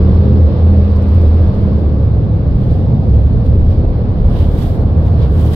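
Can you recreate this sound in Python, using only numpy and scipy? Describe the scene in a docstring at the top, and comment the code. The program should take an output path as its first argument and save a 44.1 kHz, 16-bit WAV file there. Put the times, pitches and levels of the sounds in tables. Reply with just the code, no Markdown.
"""Car cabin in a road tunnel

Low road noise drums and roars as shaped noise; the cabin booms and drones as wavering sine tones.
A sleeve brushes the right microphone port as grainy noise, trim creaks in a run of faint ringing scrapes,
and small things click as brief narrow rings. Behind them, traffic in the tube is broad noise bands.
A limiter holds the peaks down.
"""
import sys
import numpy as np
from scipy import signal
from scipy.fft import rfft, irfft, next_fast_len
from scipy.io import wavfile
from scipy.ndimage import uniform_filter1d, minimum_filter1d, map_coordinates

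SR = 44100
rng = np.random.default_rng(int(sys.argv[2]) if len(sys.argv) > 2 else 0)


def to_wav(sig):
    """Store sig (one row per channel, or 1-D mono) as 16-bit WAV at the path in sys.argv[1].

    Samples outside -1..1 are clipped; the rate is SR.
    """
    pcm = np.clip(np.atleast_2d(sig), -1, 1) * 32767
    pcm = np.round(pcm).astype(np.int16)
    wavfile.write(sys.argv[1], SR, pcm.T)  # frames by channels


N = 244755


def amp(db):
    """Turn decibels into a gain."""
    return 10 ** (np.asarray(db) / 20)


def unit(x):
    """Scale to rms 1."""
    return x / np.sqrt(np.mean(x ** 2) + 1e-20)


def along(points, hz):
    """Read a curve of (frequency, value) points on a log frequency axis."""
    f, v = np.transpose(points)
    return np.interp(np.log(hz + 1), np.log(f + 1), v)


def curves(rows):
    """Draw one automation curve per column after the time, a value per sample."""
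    times, *columns = np.transpose(rows)
    t = np.arange(N) / SR
    return [np.interp(t, times, column) for column in columns]


def during(rows, fade):
    """Gate to the time span of a table: 1 inside, fading to 0 over `fade` seconds outside."""
    t = np.arange(N) / SR
    inside = np.minimum(t - rows[0][0], rows[-1][0] - t)
    return np.clip(1 + inside / fade, 0, 1)


def wobble(rate):
    """Draw a smooth random curve through `rate` normally distributed knots a second."""
    knots = rng.standard_normal(int(N * rate / SR) + 4)
    return map_coordinates(knots, [np.arange(N) * rate / SR])


def filtered(x, response):
    """Filter x by a response given as a function of frequency."""
    m = next_fast_len(N + SR // 2)
    spectrum = rfft(x, m) * response(np.fft.rfftfreq(m, 1 / SR))
    return irfft(spectrum, m)[..., :N]


def placed(right_db):
    """Gains of the two ports, with a mean of 1, for a source louder on the right."""
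    gains = amp([[0], [right_db]])
    return gains / gains.mean()


# how alike left and right are in the cabin noise: (frequency [Hz], correlation [0 to 1])
STEREO_LIKENESS = [(30, 1), (80, 0.97), (170, 0.88), (350, 0.91), (700, 0.63), (1300, 0), (4000, 0)]


def rush(spectrum, patchy_db):
    """Stereo noise with a given spectrum and patches of random gain; its mid signal has rms 1."""
    noise = signal.stft(rng.standard_normal((2, N)), nperseg=512)[2]
    # blur random gains over frequency, then time, into patches shared by both channels
    patches = uniform_filter1d(rng.standard_normal(noise.shape[1:]), size=5, axis=0)
    patches = uniform_filter1d(patches, size=14, axis=1)
    pair = signal.istft(noise * amp(patchy_db * unit(patches)), nperseg=512)[1][:, :N]

    def mid_side(hz):
        # half the angle whose cosine is the left-right correlation
        angle = np.arccos(np.clip(along(STEREO_LIKENESS, hz), -1, 1)) / 2
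        return amp(along(spectrum, hz)) * [np.cos(angle), np.sin(angle)]

    mid, side = filtered(pair, mid_side)
    return np.array([mid + side, mid - side]) / np.std(mid)


def tone(rows, waver_db, drift, order=1):
    """A sine line, or a multiple of it, that wavers at random in level and phase."""
    hz, db = curves(rows)
    phase = order * (2 * np.pi * np.cumsum(hz) / SR + drift * wobble(14))
    level = np.sqrt(2) * amp(db + waver_db * wobble(16))  # a sine of rms 1 peaks at root 2
    return level * np.sin(phase) * during(rows, fade=0.44)


# uneven levels of the low road noise: (time [s], shudder level [dB], cabin rumble level [dB])
ROAD_LEVELS = [(0, -19.5, -9.5), (.4, -22, -13), (1.35, -22, -16.5), (1.7, -17.5, -11), (2.05, -21.5, -14),
               (2.5, -15.5, -12.5), (3.05, -26.5, -11.5), (3.6, -17, -13.5), (4.25, -19, -12),
               (4.65, -18, -13.5), (5.55, -22.5, -12)]
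# the drive pulls, eases off and pulls again: (time [s], change in roar level [dB])
DRIVE_LOAD = [(0, 1.5), (.4, 3.5), (.65, 0.5), (1.6, .5), (2.0, -1.43), (3.7, -1), (4.2, 0), (5.55, 0.1)]
# spectra of the low shudder, cabin rumble and tyre roar: (frequency [Hz], relative density [dB per Hz])
SHUDDER_SPECTRUM = [(8, -28.5), (20, -3), (30, -1.5), (42, 0.5), (49, 2), (55, -17.5), (70, -34),
                    (120, -71), (400, -120)]
RUMBLE_SPECTRUM = [(35, -48), (55, -17.5), (64, 4), (76, -3.5), (90, 1.5), (105, 0), (125, 0), (143, -9.5),
                   (180, -9), (215, -11), (270, -19), (500, -57.5), (1200, -120)]
ROAR_SPECTRUM = [(90, -51), (180, -7), (235, -1), (300, -1), (360, -5), (430, -4), (510, -3), (590, -9.5),
                 (720, -16), (950, -29), (2000, -64), (4000, -120)]
ROAR_DB = -24  # at a load of 0 dB
SWELL_DB, SWELLS_PER_S = 0.88, 5  # chance swells of the shudder and the rumble


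def road():
    """Road noise in three bands: an uneven low shudder and rumble, and a tyre roar that grows with load."""
    shudder_db, rumble_db = curves(ROAD_LEVELS)
    load_db, = curves(DRIVE_LOAD)
    shudder_gain = amp(shudder_db + SWELL_DB * wobble(SWELLS_PER_S))
    rumble_gain = amp(rumble_db + SWELL_DB * wobble(SWELLS_PER_S))
    shudder = shudder_gain * rush(SHUDDER_SPECTRUM, patchy_db=1.6)
    rumble = rumble_gain * rush(RUMBLE_SPECTRUM, patchy_db=0.5) * placed(right_db=1.0)
    roar = amp(ROAR_DB + load_db) * rush(ROAR_SPECTRUM, patchy_db=1.0) * placed(right_db=0.46)
    return shudder + rumble + roar


# tone tracks: (time [s], pitch [Hz], level before the layer's trim [dB])
# the cabin boom: near 80 Hz at first, then lower, wandering and uneven in level
BOOM_TRACK = [(0, 76.2, -12.5), (.25, 80.95, -8.5), (.47, 82, -4), (.55, 81.7, -17.5), (.64, 82.17, -5),
              (1.03, 80.66, -11), (1.2, 81.16, -6.5), (1.43, 81.04, -7), (1.55, 84.23, -17.5),
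              (2.05, 71.03, -10.5), (2.25, 70.86, -16.5), (3.2, 66, -16.5), (3.7, 79, -11),
              (4.1, 70.83, -23.5), (4.45, 81, -13), (4.75, 72, -16.5), (4.97, 78, -13), (5.55, 78.54, -12)]
# the higher drone while the drive pulls
DRONE_TRACK = [(0, 182.1, -17), (.27, 201.1, -11.5), (.55, 202, -23), (.8, 198.8, -16), (1.0, 199.2, -23),
               (1.3, 198.2, -24.5), (1.65, 196.4, -16.5), (1.85, 201.9, -26.5)]
# the hum that sets in once the drive eases off
HUM_TRACK = [(2.2, 158.3, -20.5), (3.0, 157.8, -22), (3.45, 158, -28), (3.9, 159.5, -23),
             (4.6, 157.1, -24.5), (5.55, 157.5, -19)]
# a low throb, late in the scene
THROB_TRACK = [(3.3, 44, -24.5), (4.6, 44.06, -17.5), (5.3, 42.3, -26)]


def cabin_tones():
    """Wavering sine lines: a cabin boom, a drone with a faint octave, a hum and a low throb."""
    boom = amp(-0.53) * tone(BOOM_TRACK, waver_db=1.36, drift=0.64)
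    drone = amp(-1.14) * tone(DRONE_TRACK, waver_db=1.5, drift=0.5)
    octave = amp(-18) * tone(DRONE_TRACK, waver_db=1.5, drift=0.74, order=2)
    hum = amp(-2.0) * tone(HUM_TRACK, waver_db=1.0, drift=0.18)
    throb = amp(-3.0) * tone(THROB_TRACK, waver_db=5.0, drift=0.2)
    return (boom + drone + octave + hum) * placed(right_db=0.56) + throb


STROKE_DROP_DB = 15  # how far a stroke is down one rise time before its peak, or one fall time after


def stroke(peak, rise, fall):
    """Envelope of one sleeve stroke: swells to 1 at its peak, then dies away, both straight in dB."""
    t = np.arange(N) / SR - peak
    return amp(-STROKE_DROP_DB * np.maximum(-t / rise, t / fall))


# sleeve strokes: (peak time [s], rise [s], fall [s], rub level [dB], hiss level [dB])
SLEEVE_STROKES = [(1.795, 0.066, .08, -61, -67.5), (2.62, 0.12, 0.16, -53, -65.5),
                  (2.72, .12, 0.24, -52.5, -63.5), (3.221, 0.54, .2, -62, -69.5),
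                  (3.465, .045, .045, -52, -62.5), (3.725, .09, .07, -49, -65),
                  (4.40, 0.18, 0.12, -43.5, -55), (4.62, .14, 0.16, -42.5, -48),
                  (5.065, 0.11, 0.23, -52.5, -63.5), (5.228, 0.054, 0.067, -44, -62),
                  (5.40, .11, 0.63, -46, -50.5), (5.545, 0.042, 0.083, -42, -46.5)]
# cloth stirring under the creak: (time [s], hiss level [dB])
CLOTH_STIR = [(0.75, -87), (0.95, -76.5), (1.3, -71), (1.75, -75.5), (1.9, -89)]
# spectra of the dull rub and of the bright cloth hiss: (frequency [Hz], relative density [dB per Hz])
RUB_SPECTRUM = [(500, -36.5), (1300, 0), (2000, -2.5), (2600, -4.5), (3400, 0.5), (4100, -4.5), (5000, -8),
                (6000, -18.5), (8000, -42.5), (15000, -65)]
CLOTH_SPECTRUM = [(2000, -22), (4500, -1.5), (5800, 1), (6800, 0.5), (8900, 2.5), (10000, -0.5),
                  (11600, 4.5), (13200, 2), (14300, -3), (15800, 0.5)]
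CLUMP_DB, FIBRE_DB = 1.2, 1.5  # grain depth as fibres catch in clumps and one by one


def sleeve():
    """Cloth slides by the right port: a dull rub and a bright hiss, grainy as the fibres catch."""
    stir_db, = curves(CLOTH_STIR)
    rub = np.zeros(N)
    hiss = amp(stir_db) * during(CLOTH_STIR, fade=0.1)
    for peak, rise, fall, rub_db, hiss_db in SLEEVE_STROKES:
        shape = stroke(peak, rise, fall)
        rub = np.hypot(rub, amp(rub_db) * shape)  # overlapping strokes add in power
        hiss = np.hypot(hiss, amp(hiss_db) * shape)
    grain = unit(amp(CLUMP_DB * wobble(60) + FIBRE_DB * wobble(700)))
    dull = rub * rush(RUB_SPECTRUM, patchy_db=0.8) * placed(right_db=7.5)
    bright = hiss * rush(CLOTH_SPECTRUM, patchy_db=0.4) * placed(right_db=12.0)
    return (dull + bright) * grain


# first slip, gap between slips, and how much each gap outlasts the one before
CREAK_S, SLIP_GAP_S, SLIP_SLOWING_S = 0.8425, 0.0585, 0.00085
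SLIP_JITTER_S = 0.002
# level of the third slip before filter and trim, the build per slip up to it, the ebb after, the scatter
SLIP_DB, SLIP_BUILD_DB, SLIP_EBB_DB, SLIP_SCATTER_DB = -45, 5, 0.6, 1.5


def slips(count=13):
    """Time [s] and level [dB] of each slip: the trim sticks a little longer every time, give or take."""
    k = np.arange(count)
    late, louder = rng.standard_normal((count, 2)).T
    times = CREAK_S + SLIP_GAP_S * k + SLIP_SLOWING_S * k ** 2 / 2
    levels = SLIP_DB + np.minimum(SLIP_BUILD_DB * (k - 2), -SLIP_EBB_DB * (k - 2))
    return zip(times + SLIP_JITTER_S * late, levels + SLIP_SCATTER_DB * louder)


# the plastic trim's modes: (frequency [Hz], width [Hz], relative level [dB])
TRIM_MODES = [(4900, 900, 3.5), (7300, 900, -7.5), (9300, 380, 1.5), (11200, 1200, -8.5), (13200, 1500, -5)]


def trim_body(f):
    """Size of the trim's response: resonant modes of alternating sign, plus a broad scrape in power."""
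    modes = 0
    for k, (centre, width, db) in enumerate(TRIM_MODES):
        damping = 1j * f * width
        modes = modes + (-1) ** k * amp(db) * damping / (centre * centre - f * f + damping)
    return np.hypot(np.abs(modes), amp(along(CLOTH_SPECTRUM, f) - 13.5))


def creak(decay=0.06, rise=0.002):
    """Each slip of the trim is a short noise scrape, part of it ringing in the plastic's modes."""
    scrapes = np.zeros((2, N + SR))
    t = np.arange(SR // 10) / SR
    for s, db in slips():
        shape = amp(db - 60 * t / decay) * (1 - np.exp(-t / rise))  # falls 60 dB in `decay` seconds
        start = round(s * SR)
        scrapes[:, start:start + len(t)] += shape * rng.standard_normal((2, len(t)))
    return amp(4.0) * filtered(scrapes[:, :N], trim_body) * placed(right_db=5.0)


# small clicks of things in the cabin: (time [s], level before trim [dB], pitch [Hz])
CABIN_CLICKS = [(2.8973, -52, 12040), (3.2705, -46, 11860), (3.461, -57, 8700), (4.9654, -53, 8280)]


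def clicks(decay=0.06, width_hz=600):
    """Light contacts, each a narrow band of noise that starts at once and dies away fast."""
    out = np.zeros((2, N))
    t = np.arange(N) / SR
    for s, db, hz in CABIN_CLICKS:
        band = lambda f: 1 / (1 + ((f - hz) / width_hz) ** 2)
        ring = unit(filtered(rng.standard_normal((2, N)), band))
        out += ring * (t >= s) * amp(db - 9.5 - 60 * np.abs(t - s) / decay)
    return out * placed(right_db=7)


# traffic beyond the windows: (time [s], tunnel wash level before trim [dB], tyre rush level [dB])
TUNNEL_TRAFFIC = [(0, -38.5, -50), (.5, -40, -55), (1.6, -40.5, -59), (1.95, -43, -54), (3.0, -44.5, -40),
                  (3.7, -44, -39.5), (4.2, -41.5, -43), (4.8, -41.5, -37), (5.55, -40, -40)]
# air and tyre hiss, dropping as the drive eases off: (time [s], level before trim [dB])
AIR_HISS = [(0, -45.5), (1.55, -47), (2.0, -51), (5.55, -50)]
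# spectra of the wash, the tyre rush and the hiss: (frequency [Hz], relative density [dB per Hz])
WASH_SPECTRUM = [(300, -46), (600, -8), (780, -1), (950, -3), (1150, -2.5), (1350, -9.5), (1650, -12.5),
                 (2100, -26), (3500, -43), (8000, -120)]
TYRE_SPECTRUM = [(300, -47.5), (540, -8.5), (670, 4), (780, -3.5), (920, -6), (1100, -18.5), (1800, -56.5),
                 (4000, -120)]
HISS_SPECTRUM = [(700, -28), (1400, -0.5), (2000, 3), (2900, 0), (3600, 1), (4300, -0.5), (5300, -7),
                 (5800, -15.5), (6400, -24), (8800, -30), (9900, -32), (11600, -33), (15500, -35)]


def traffic():
    """The tunnel's diffuse wash, a rush of tyres that builds up, and the hiss that gets past the glass."""
    wash_db, tyres_db = curves(TUNNEL_TRAFFIC)
    air_db, = curves(AIR_HISS)
    wash = amp(wash_db + 1.06) * rush(WASH_SPECTRUM, patchy_db=0.56) * placed(right_db=1.0)
    tyres = amp(tyres_db) * rush(TYRE_SPECTRUM, patchy_db=4.0) * placed(right_db=3.5)
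    hiss = amp(air_db - 2.5) * rush(HISS_SPECTRUM, patchy_db=0.97) * placed(right_db=3.0)
    return wash + tyres + hiss


def scene():
    """Mix everything heard from the front seat."""
    return road() + cabin_tones() + sleeve() + creak() + clicks() + traffic()


TOP_HZ = 15800  # band limit


def record(dry, ceiling=0.99):
    """A look-ahead limiter rides the peaks; the ends fade briefly; nothing passes above the band limit."""
    needed = np.minimum(1, ceiling / (np.abs(dry).max(axis=0) + 1e-9))
    held = minimum_filter1d(needed, size=600)  # centred windows, so the gain dips ahead of a peak
    gain = uniform_filter1d(held, size=600)
    ends = signal.windows.tukey(N, 160 / N)  # 80 samples of fade at each end
    return filtered(dry * gain * ends, lambda hz: hz < TOP_HZ)


dry = scene()
out = record(dry)
to_wav(out)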